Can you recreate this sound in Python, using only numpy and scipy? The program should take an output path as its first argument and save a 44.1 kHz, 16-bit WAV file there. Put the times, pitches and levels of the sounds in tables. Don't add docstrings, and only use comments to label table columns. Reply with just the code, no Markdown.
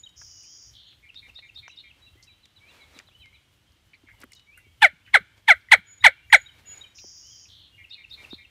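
import sys
import numpy as np
from scipy import signal
from scipy.fft import rfft, irfft
from scipy.io import wavfile
from scipy.ndimage import uniform_filter1d

SR = 44100
rng = np.random.default_rng(int(sys.argv[2]) if len(sys.argv) > 2 else 0)


def wav_record(signal):
    frames = np.transpose(np.atleast_2d(signal))
    bounded = np.clip(frames, -1, 1)
    quanta = np.round(bounded * 32767).astype(np.int16)
    wavfile.write(sys.argv[1], SR, quanta)


def ratio_of_db(decibels):
    return 10 ** (np.asarray(decibels, float) / 20)


N = 374850
T = np.arange(N) / SR
IDLE = 1e-9 * np.cos(2 * np.pi * 1000 * T)


def at_hz(points, hz):
    return np.interp(np.log(hz), np.log(np.array(points)[:, 0]), np.array(points)[:, 1])


def coloured(points):
    hz = np.maximum(np.arange(N // 2 + 1) * SR / N, 1)
    x = irfft(rfft(rng.standard_normal(N)) * ratio_of_db(at_hz(points, hz)), N)
    return x / x.std()


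def drift(rate):
    return np.interp(T * rate, np.arange(200), rng.standard_normal(200))


def add(out, start_s, x):
    at = round(start_s * SR) + np.arange(len(x))
    inside = (at >= 0) & (at < N)
    out[at[inside]] += x[inside]


def whistle(hz_path, length, level_db, edge=.15, swing_hz=0., rate=1., burr=0., rough_db=3.0, swell=0.):
    t = np.arange(round(length * SR)) / SR
    wander = np.interp(t * 200, np.arange(120), np.cumsum(rng.normal(0, .04 * rough_db, 120)))
    flutter = np.interp(t * 400, np.arange(240), rng.standard_normal(240))
    turn = 2 * np.pi * rate * t + wander
    hz = np.interp(t / length, np.linspace(0, 1, len(hz_path)), hz_path)
    hz = hz + swing_hz * (1 + 0.059 * rough_db * flutter[::-1]) * np.sin(turn)
    shape = np.clip(np.minimum(t, length - t) / (edge * length), 0, 1)
    shape = shape * (1 - burr * np.cos(turn / 2) ** 2)
    phase = 2 * np.pi * np.cumsum(hz) / SR
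    tone = np.sin(phase) + .014 * np.sin(2 * phase)
    return ratio_of_db(level_db + rough_db * flutter + swell * (t / length - 0.5)) * shape * tone


def woods(x, t60, cut_hz, delay=0.0048, rise=0.0019):
    t = np.maximum(np.arange(SR) / SR - delay, 0)
    echoes = rng.standard_normal(SR) ** 3 * ratio_of_db(-60 * t / t60) * (1 - np.exp(-t / rise))
    echoes = signal.lfilter([1], [1, -np.exp(-2 * np.pi * cut_hz / SR)], echoes)
    return signal.fftconvolve(x, echoes / np.linalg.norm(echoes))[:N]


# start_s, length_s
CLUCKS = [(4.818, 0.0655), (5.138, 0.0539), (5.479, 0.06323), (5.714, 0.05165), (6.039, 0.06),
          (6.324, 0.0545)]
CLUCK_STEPS_S = [0, .002, .006, .010, .018, .026, .034, .042, .050, .062]
TENSIONS = [(860, 880, 905, 828, 765, 705, 648, 598, 570), (1116, 1050, 880, 755, 645, 526, 425, 395, 400),
            (1102.5, 900, 915, 825, 750, 705, 660, 635, 440),
            (1187, 1050, 990, 840, 705, 595, 470, 440, 430),
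            (1200, 1030, 965, 860, 750, 665, 580, 480, 660), (1144, 985, 895, 795, 700, 635, 535, 490, 480)]
EFFORTS = [(-17.5, -3.5, 4, 2.5, 2.5, 2.5, 2.5, 2.5, 2.5), (-23, -6.5, -2, 0.1, 0.1, 0.1, 0.1, 0.1, 0.11),
           (-17, -3.5, 0.28, .4, .4, .4, .4, .4, .4), (-15.5, -0.63, 3, 2.5, 2.5, 2.5, 2.5, 2.5, 2.5),
           (-14.5, 0, 3, 3.5, 5.1, 3.5, 3.8, 3.5, 3.5), (-15.5, 2, 3.5, 3, 3, 3, 3, 3, 3)]
# pitch_hz, level_db
CLUCK_FALL = [(420, -21.5), (560, -16.5), (650, -12), (720, -6), (860, 0)]
# second_overtone_db, third_db, fourth_db, higher_db
MOUTHS = [(-3.5, -0.12, -5, -10.5), (3.5, -0.05, 3, -3.5), (-0.5, 3, 0.53, -8), (-1.45, 3, 2, -1.5),
          (-3, 2, 0.41, -3.5), (-0.6, 3, -1.5, -1)]
# frequency_hz, level_db
THROAT = [(450, -11), (800, -14.5), (950, -15), (1110, -25), (1230, -10), (1370, -8.5), (1450, -4),
          (1800, -9.5), (2000, -1), (2170, 1), (2300, -4), (2420, -20), (2570, -30.5), (2950, -23),
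          (3400, -17.5), (3700, -23), (4050, -16), (4700, -43), (6000, -46.5), (8500, -32), (13000, -53.5)]
THROATS_CM = [(8.1, 8.1), (8.1, 8.1), (8.1, 8.2), (8.1, 8.0), (8.1, 8.1), (8.1, 8.1)]
SECOND_CUTS_HZ = [1372, 1120, 1310, 1180, 1293, 1370]
HOARSE_DB = [-17.5, -20.5, -21, -14.5, -15, -17.5]
# start_s, length_s, first_hz, last_hz, level_db
SQUEAKS = [(4.806, .016, 3000, 3060, -42), (4.824, .014, 2740, 2870, -22.5),
           (4.825, .013, 3620, 3300, -12.5), (5.140, .006, 3450, 3520, -22), (5.146, .009, 4300, 3941, -21),
           (5.495, .010, 4120, 3890, -20.5), (5.512, .016, 4200, 4033, -28),
           (5.530, .012, 1500, 1555, -25.5)]


def clucks():
    out = np.zeros(N)
    air_noise = coloured([(700, -30.0), (1500, -11.5), (2200, 12.0), (3800, -1.5), (4800, -12.5),
                          (8500, -20.5), (10500, -16.0), (16000, -38.5)])
    hoarse_noise = coloured([(600, -26.5), (1300, -3), (2600, -5.5), (3500, 2), (4400, -27.5),
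                             (10000, -26.5), (16000, -46.5)])
    start_db, release_s, release_db = -24.5, .018, -23.5
    second_drop_db, second_slope_hz = 13.0, 60.
    hoarse_rise_s, hoarse_fall_s = .0015, .004
    throat_cm = 8.1
    k = np.arange(1, 19)[:, None]
    for (s, length), tension, effort, mouth, hoarse_db, throat, cut_hz in zip(
            CLUCKS, TENSIONS, EFFORTS, MOUTHS, HOARSE_DB, THROATS_CM, SECOND_CUTS_HZ):
        t = np.arange(-.012, length, 1 / SR)
        done = np.clip(t / length, 0, 1)
        pitch = uniform_filter1d(np.interp(t, CLUCK_STEPS_S[1:], tension), size=100)
        effort_db = np.interp(t, CLUCK_STEPS_S, [start_db, *effort]) + at_hz(CLUCK_FALL, pitch)
        effort_db = effort_db + np.interp(t, [length - release_s, length], [0, release_db])
        jitter = uniform_filter1d(rng.standard_normal(len(t)), size=40)
        pitch = pitch * (1 + (0.024 + 0.076 * done ** 2) * jitter)
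        phase = 2 * np.pi * np.cumsum(pitch) / SR

        waver = uniform_filter1d(rng.standard_normal((18, len(t))), size=150)
        waver_db = np.clip(k - 3, 0, 4) * 17.0 * waver
        second_loss = np.clip((cut_hz - 2 * pitch) / second_slope_hz, 0, 1)
        mouth_db = np.select([k == 2, k == 3, k == 4, k > 4], mouth)
        mouth_db = mouth_db - second_drop_db * (k == 2) * second_loss
        throat_db = at_hz(THROAT, k * pitch * np.interp(done, [0, 1], throat) / throat_cm)
        overtones = ratio_of_db(throat_db + mouth_db + waver_db) * np.cos(k * phase + .6 * k * k)
        tone = overtones.sum(0)

        onset = 1 + 2.5 * np.exp(-np.maximum(t, 0) / 0.0055)
        air = ratio_of_db(-25.5) * onset * air_noise[round(s * SR):][:len(t)] * (1 + np.cos(phase))
        lead_db = 2800.0 * np.minimum(t, 0)
        add(out, s + t[0], ratio_of_db(effort_db + lead_db) * (tone * ratio_of_db(lead_db) + air))
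        burst_db = hoarse_db - 10.0 * np.abs(t - .003) / np.where(t < .003, hoarse_rise_s, hoarse_fall_s)
        add(out, s + t[0], ratio_of_db(burst_db) * hoarse_noise[round(s * SR):][:len(t)])
    for s, length, first, last, level_db in SQUEAKS:
        add(out, s, whistle([first, last], length, level_db, .4, rough_db=2.))
    return out


# start_s, level_db
THIN = [
    (-.085, -45),
    (5.856, -49.5),
    (6.292, -45),
    (6.653, -40.5),
]
# start_s, level_db, chip_after_db
MIDDLES = [(0.032, -42.5, -42.5), (6.005, -42.5, -59.5), (6.457, -44.5, -48.5), (6.808, -39.5, -43.5)]


def thin_song():
    out = np.zeros(N)
    high_s = 0.108
    for (s, high_db), (mid_s, mid_db, chip_db) in zip(THIN, MIDDLES):
        high = whistle([6860, 6885, 6885, 6900], high_s, high_db - 1.5, .3, rough_db=1.73, swell=5.0)
        fall = whistle([6880, 6780], .024, high_db - 4.5, .3, rough_db=0.86)
        middle = whistle([3720, 3820, 3800], 0.025, mid_db, 0.3, rough_db=2.05, swell=-3.0)
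        chip = whistle([3250, 2950], 0.019, chip_db, 0.25, rough_db=0.77, swell=7.2)
        add(out, s, high)
        add(out, s + high_s + .004, fall)
        add(out, mid_s, middle)
        add(out, mid_s + 0.027, chip)
    return out


# start_s, length_s, level_db
HIGH_BUZZES = [(0.157, .545, -45.5), (6.943, .52, -45.5)]
# start_s, length_s, level_db
LOW_BUZZES = [(.733, 0.2, -47.5), (7.483, .195, -47)]
# frequency_hz, width_hz, level_db
BUZZ_BANDS = [(3300, 510, -3.), (4270, 600, 1), (5026.4, 220, 0), (5620, 420, 3.5), (6680, 260, 2)]


def buzzer():
    out = np.zeros(N)
    low_hz, high_hz, rate = 4700, 6950, 169
    mid = (low_hz + high_hz) / 2
    beak = signal.butter(2, [low_hz + 180.0, high_hz - 350.], "band", fs=SR, output="sos")
    for s, length, level_db in HIGH_BUZZES:
        path = [mid + 250.0, mid + 60., mid, mid, mid, mid]
        buzz = whistle(path, length, level_db, 0.034, (high_hz - low_hz) / 2, rate, 0.42,
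                       rough_db=2.0, swell=-2)
        add(out, s, signal.sosfilt(beak, buzz) + 0.32 * buzz)

    low_hz, high_hz, rate = 2900, 4600, 60.3
    mid = (low_hz + high_hz) / 2
    beak = signal.butter(2, [low_hz + 180.0, high_hz - 478.], "band", fs=SR, output="sos")
    for s, length, level_db in LOW_BUZZES:
        path = [mid + 74.9, mid, mid - 120., mid - 300.]
        buzz = whistle(path, length, level_db, 0.034, (high_hz - low_hz) / 2, 3 * rate, 0.42,
                       rough_db=2.38, swell=2.47)
        pulse = 1 + .95 * np.sin(2 * np.pi * rate * np.arange(len(buzz)) / SR)
        fade = ratio_of_db(-11.0 * np.linspace(0, 1, len(buzz)) ** 2)
        add(out, s, signal.sosfilt(beak, buzz * pulse * fade) + 0.32 * buzz)

    out = out + IDLE
    out = out + sum(ratio_of_db(db) * signal.lfilter(*signal.iirpeak(hz, hz / width, fs=SR), out)
                    for hz, width, db in BUZZ_BANDS)
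    out = ratio_of_db(-6.0) * signal.sosfilt(signal.butter(8, 7350, fs=SR, output="sos"), out)
    far_trees = ratio_of_db(-18.0) * woods(out, 0.57, 7000, delay=0.0107, rise=.02)
    overtone_band = signal.butter(4, [13400, 15700], "band", fs=SR, output="sos")
    overtone = signal.sosfilt(overtone_band, out ** 2 + 250 * out ** 3)
    bush = .7 * woods(out, .11, 9000)
    return far_trees + .75 * out + ratio_of_db(35.) * overtone + bush


# start_s, level_db
BURRS = [(1.030, -48.5), (1.222, -46.5), (1.422, -46.5), (1.624, -47), (1.835, -48), (7.779, -46),
         (7.974, -46.5), (8.173, -45), (8.378, -47)]
# start_s, level_db
CHIPS = [(1.088, -47.5), (1.285, -48.5), (1.484, -49), (1.688, -48.5), (1.900, -51), (7.836, -47.5),
         (8.034, -46), (8.235, -46), (8.441, -50.5)]
# start_s, level_db
WARBLES = [(1.153, -32), (1.352, -32.5), (1.553, -31.5), (1.767, -34), (7.903, -31), (8.104, -30.5),
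           (8.303, -30.5)]


def roller():
    low, high = np.zeros((2, N))
    for s, level_db in BURRS:
        throb = whistle([2227, 2162.5, 2134.8, 2169], 0.0612, level_db - 2.5, 0.18,
                        101.0, 207.87, 0.56, rough_db=4.0)
        upper = whistle([2420, 2370, 2330.8, 2410], 0.0688, level_db - 7.0, 0.29, rough_db=3.0)
        add(low, s - .003, throb)
        add(low, s - .003, upper)
    for s, level_db in CHIPS:
        chip = whistle([2980, 2900, 2700, 2570], 0.0185, level_db, 0.139, rough_db=2.0, swell=18.2)
        add(low, s, chip)
    for s, level_db in WARBLES:
        tick = whistle([4600, 5100], .016, level_db - 23, .3, 500., 330., .5, rough_db=1.5)
        rise = whistle([3560, 3740, 3810], 0.0257, level_db, 1.0, rough_db=0.94, swell=4.0)
        tail = whistle([3830, 3910, 3950], 0.032, level_db - 11.0, 0.224,
                       336.0, 263.0, 0.168, rough_db=3.5)
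        add(high, s - .010, tick)
        add(high, s, rise)
        add(high, s + 0.016, tail)
    return low + high + ratio_of_db(-6.5) * woods(high, 0.037, 8200)


# start_s, level_part_s, level_db
SLURS = [(1.691, 0.0406, -53.5), (2.008, 0.0645, -53), (2.262, 0.0548, -53.5), (2.429, 0.0126, -53),
         (2.557, 0.0174, -54), (2.682, 0.0183, -53.5), (2.805, 0.02, -53.5), (2.94, 0.021, -54.5),
         (3.067, 0.0094, -54.5), (3.197, 0.02, -56), (3.335, 0.0172, -57.5)]
# start_s, length_s, first_hz, last_hz, level_db
GLIDES = [(.27, 0.23, 3080, 2900, -67), (.429, 0.16, 2930, 3240, -64), (1.68, 0.16, 2850, 2900, -60),
          (2.062, 0.034, 2800, 2700, -56), (2.16, 0.07, 1900, 2090, -62), (3.105, .04, 2120, 2850, -62.5),
          (3.352, 0.029, 2900, 2198, -59), (.31, 0.15, 2830, 2990, -70.5), (4.63, 0.13, 2970, 3280, -70),
          (4.635, 0.049, 2390, 2240, -58), (2.265, 0.063, 2970, 2335, -60), (2.774, 0.09, 2420, 2170, -57),
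          (3.198, 0.063, 3300, 2980, -56), (3.214, 0.072, 2790, 2100, -53.5),
          (3.323, 0.042, 2110, 2384, -58.5), (4.35, .035, 4400, 3731, -56),
          (4.572, 0.05, 2800, 2740, -61.5), (4.565, 0.037, 2410, 1990, -55), (5.01, 0.03, 2140, 2790, -66),
          (6.211, 0.059, 2680, 2810, -61), (7.22, 0.097, 2800, 3082, -60), (7.30, 0.091, 3336, 3105, -57),
          (7.90, 0.05, 2280, 2900, -54), (7.935, 0.046, 2950, 2495, -53.5)]
# start_s, length_s, pitch_hz, level_db
PIPES = [(0.863, 0.037, 6680, -72), (1.44, 0.057, 6700, -73.5), (1.825, 0.098, 3230, -61.5),
         (3.142, 0.0324, 2985, -53.5), (3.66, 0.045, 3270, -73.5), (4.299, 0.051, 2898, -65.5),
         (3.18, 0.063, 3052, -58.5), (3.33, 0.088, 2960, -70), (3.87, 0.082, 3000, -73),
         (4.33, 0.11, 2960, -64.5), (2.77, 0.071, 3330, -67.5), (6.11, 0.048, 2750, -60.5),
         (6.26, 0.0424, 2326, -60.5), (6.68, .06, 3240, -62), (6.7, 0.048, 2810, -57.5),
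         (5.043, 0.06, 2980, -58), (6.165, 0.0493, 2370, -56), (6.65, .03, 2773, -59),
         (6.837, 0.0424, 2410, -56), (7.4, 0.07, 3048, -66), (7.715, 0.11, 2834, -56.5),
         (7.748, 0.15, 3260, -71.5)]
# start_s, length_s, level_db
CAROLS = [(2.602, .118, -55.5), (4.461, .112, -55)]
CAROL_HZ = [2190, 2270, 2300, 2330, 2490, 2780, 2830]


def far_birds():
    out = np.zeros(N)
    for s, flat, level_db in SLURS:
        length = flat + .024
        steps = np.arange(0, length, .004)
        path = np.interp(steps, [0, .015, flat + .001, flat + .01, length],
                         [4060 - 1200 * flat, 3950 - 900 * flat, 3940, 3650, 2900])
        slur = whistle(path, length, level_db, 0.266, rough_db=2.2)
        add(out, s, slur * np.linspace(1, .7, round(length * SR)))
    level_notes = [(s, length, hz, hz, db) for s, length, hz, db in PIPES]
    for s, length, first, last, level_db in GLIDES + level_notes:
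        path = [first, first + .93 * (last - first), last]
        add(out, s, whistle(path, length, level_db, .25, rough_db=3.2))
    for s, length, level_db in CAROLS:
        add(out, s, whistle(CAROL_HZ, length, level_db, .15, rough_db=2.5, swell=3.0))
    hoarse = whistle([2200, 2130, 2080], 0.065, -51.0, 0.223, 115.0, 124.8, 0.43, rough_db=5.0)
    add(out, 4.064, hoarse)
    blur = np.zeros(N)
    for s, hz, glide, loud in rng.random((140, 4)):
        path = (2850 + 500 * hz) * np.array([1, 0.93 + 0.074 * glide])
        add(blur, 11.0 * s, whistle(path, 0.15, -73 + 3.3 * loud, 0.78, rough_db=5.5))
    return out + woods(blur, 0.926, 6000)


# start_s, peak_db, centre_hz
THUDS = [(2.153, -56, 320), (2.961, -48.5, 259.4), (4.035, -50.5, 310), (4.238, -42, 299),
         (4.665, -55.5, 275), (4.825, -41, 186.6), (7.039, -47.5, 300), (4.93, -52, 197),
         (5.204, -43.5, 200), (5.782, -46, 184.8)]
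# start_s, peak_db, centre_hz
TWIGS = [(.092, -50.5, 5870), (.215, -42.5, 1310), (.928, -49.5, 2180), (1.574, -59, 950),
         (2.24, -50.5, 7700), (2.999, -35.5, 1667), (3.72, -55, 4360), (4.215, -43.5, 5450),
         (4.234, -35.5, 1460), (4.319, -45.5, 6760), (4.395, -44.5, 3270), (4.332, -38.5, 4623),
         (7.039, -49, 527), (8.329, -58.5, 500)]
# start_s, peak_db, centre_hz
SNAPS = [(1.144, -42.5, 2270), (1.388, -51, 696), (1.679, -32, 1380), (2.455, -45, 3000),
         (2.989, -31.5, 3030), (3.086, -50, 870), (3.258, -43, 2160)]
# start_s, peak_db, centre_hz
TOCKS = [(.436, -52.5, 2570), (3.933, -44, 2238), (3.94, -52, 4210), (4.135, -61.5, 915),
         (4.318, -45.5, 2119), (4.574, -46.5, 1538), (5.61, -60, 4500), (5.685, -39, 1984),
         (6.025, -35.5, 1915), (6.300, -31.5, 1994), (7.455, -50, 2670), (1.386, -51.5, 1970),
         (1.388, -48.5, 2750), (6.984, -42.5, 2626), (6.984, -45.5, 3880), (.216, -60, 9000),
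         (1.679, -47.5, 5750), (1.699, -55.5, 5860), (1.712, -54.5, 5850)]
# start_s, peak_db, centre_hz
SCUFFS = [(.43, -56.5, 8970), (2.226, -45, 5060), (4.085, -45, 1774), (4.351, -50, 5370),
          (4.577, -54, 10500), (5.062, -46, 2384), (5.075, -46, 1900)]
# start_s, peak_db, centre_hz
CRACKS = [(4.203, -46, 11000), (4.215, -48, 11500), (4.239, -43.5, 11460), (4.320, -46, 12000),
          (4.333, -59, 13000), (4.349, -51, 12000), (4.576, -42.5, 11000)]
# start_s, peak_db, centre_hz
KNOCKS = [
    (8.3305, -32, 262.6),
]


def ticks():
    out, t = np.zeros(N), np.arange(2500) / SR
    # contacts, band width in octaves, decay in s
    bodies = [(THUDS, 0.69, 0.0046), (TWIGS, 1.04, 0.0045), (SNAPS, 1.8, 0.0023), (TOCKS, 0.22, 0.0098),
              (SCUFFS, 0.57, 0.01733), (CRACKS, 0.9, 0.0018), (KNOCKS, 1.07, 0.000496)]
    for contacts, octaves, decay in bodies:
        for s, peak_db, hz in contacts:
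            low_hz = hz / 2 ** (octaves / 2)
            high_hz = min(hz * 2 ** (octaves / 2), 15000)
            snap = rng.standard_normal(2500) * np.exp(-t / decay)
            snap = snap * (1 - np.exp(-t * low_hz / 0.25))
            band = signal.butter(2, [low_hz, high_hz], "band", fs=SR, output="sos")
            snap = signal.sosfilt(band, snap)
            add(out, s, ratio_of_db(peak_db) * snap / np.abs(snap).max())
    return out


# peak_s, level_db, rise_db_per_s, fall_db_per_s
RUSTLE = [(1.288, -64.5, 598.5, 461), (1.994, -71.5, 131.5, 81), (2.75, -63.5, 94, 55),
          (2.975, -62, 204, 267), (4.226, -57.5, 454, 3000), (5.379, -66.5, 847.5, 499.5),
          (6.598, -67, 251.5, 700.5), (6.77, -63, 76.5, 89.5), (8.234, -60, 153.5, 113)]
# frequency_hz, level_db_per_hz
RUSTLE_COLOUR = [(88, -51), (150, -2.5), (262, -0.5), (1770, -4.5), (2310, -0.5), (3030, -6.5), (3970, -6),
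                 (4910, -11), (15000, -24)]


def rustle():
    level = np.zeros(N)
    for s, peak_db, rise, fall in RUSTLE:
        below_db = np.maximum(rise * (s - T), fall * (T - s))
        level += ratio_of_db(peak_db - below_db) * (below_db < 19)
    grain = ratio_of_db(uniform_filter1d(rng.exponential(5.1, N), size=30) - 6.0)
    return ratio_of_db(7.5) * level * grain * coloured(RUSTLE_COLOUR)


# centre_s, level_db, half_length_s
BUMPS = [(0.269, -68.5, 0.097), (0.75, -68, 0.064), (1.252, -66.5, 0.17), (2.096, -69, 0.12),
         (4.835, -58, .06), (5.146, -67, 0.092), (5.554, -58.5, 0.04), (5.755, -52, 0.043),
         (6.054, -49, 0.034), (6.343, -55.5, 0.076), (6.644, -64, 0.22), (7.283, -63, 0.046),
         (7.503, -66, 0.037), (7.811, -65.5, 0.056), (8.293, -68.5, 0.16)]


def rumble():
    wind = ratio_of_db(-69.5 + 5.5 * drift(15.0))
    hand = sum(ratio_of_db(db) * np.exp(-((T - s) / half) ** 2) for s, db, half in BUMPS)
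    colour = coloured([(15, -39.0), (40, -4.0), (75, 4.5), (110, 2.0), (170, -20.0), (400, -33)])
    return (wind + hand) * colour


# frequency_hz, level_db_per_hz
AIR = [(15, -44), (25, -23), (74, -2.5), (229, -14.5), (309, -13), (394, -19), (659, -21), (1130, -21),
       (1650, -20.5), (2110, -20), (2760, -20.5), (3250, -18.5), (5280, -27.5), (6050, -28), (16000, -40)]


def open_air():
    return ratio_of_db(-66 + 0.37 * drift(2.1)) * coloured(AIR)


def scene():
    near, far = clucks() + IDLE, far_birds()
    song = thin_song() + buzzer() + roller()
    thrown = signal.sosfilt(signal.butter(2, [1600, 4400], "band", fs=SR, output="sos"), near)
    thrown = thrown - .8 * signal.lfilter(*signal.iirpeak(2000, 2.4, fs=SR), thrown)
    wood = woods(ratio_of_db(-12.0) * song + ratio_of_db(-9.5) * far, 0.38, 6000)
    next_row = ratio_of_db(-50.5) * woods(thrown, .36, 4000, delay=.085, rise=.03)
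    tree_line = ratio_of_db(-45.0) * woods(thrown, .8, 4000, delay=.3, rise=.05)
    ground = ratio_of_db(-23.5) * woods(near, 0.069, 4800) + ratio_of_db(-34.0) * woods(thrown, 0.27, 4000)
    birds = near + song + far
    echoes = ground + wood + next_row + tree_line
    return (birds + echoes + ticks() + rustle() + rumble() + open_air())[None]


def top_cut(x):
    return signal.sosfilt(signal.butter(12, 15800, fs=SR, output="sos"), x)


def record(dry):
    rounded = dry / (1 + (dry / .93) ** 4) ** 0.2
    cut = signal.sosfilt(signal.cheby2(12, 60, 16400, fs=SR, output="sos"), rounded)
    return top_cut(cut)


dry = scene()
out = record(dry)
wav_record(out)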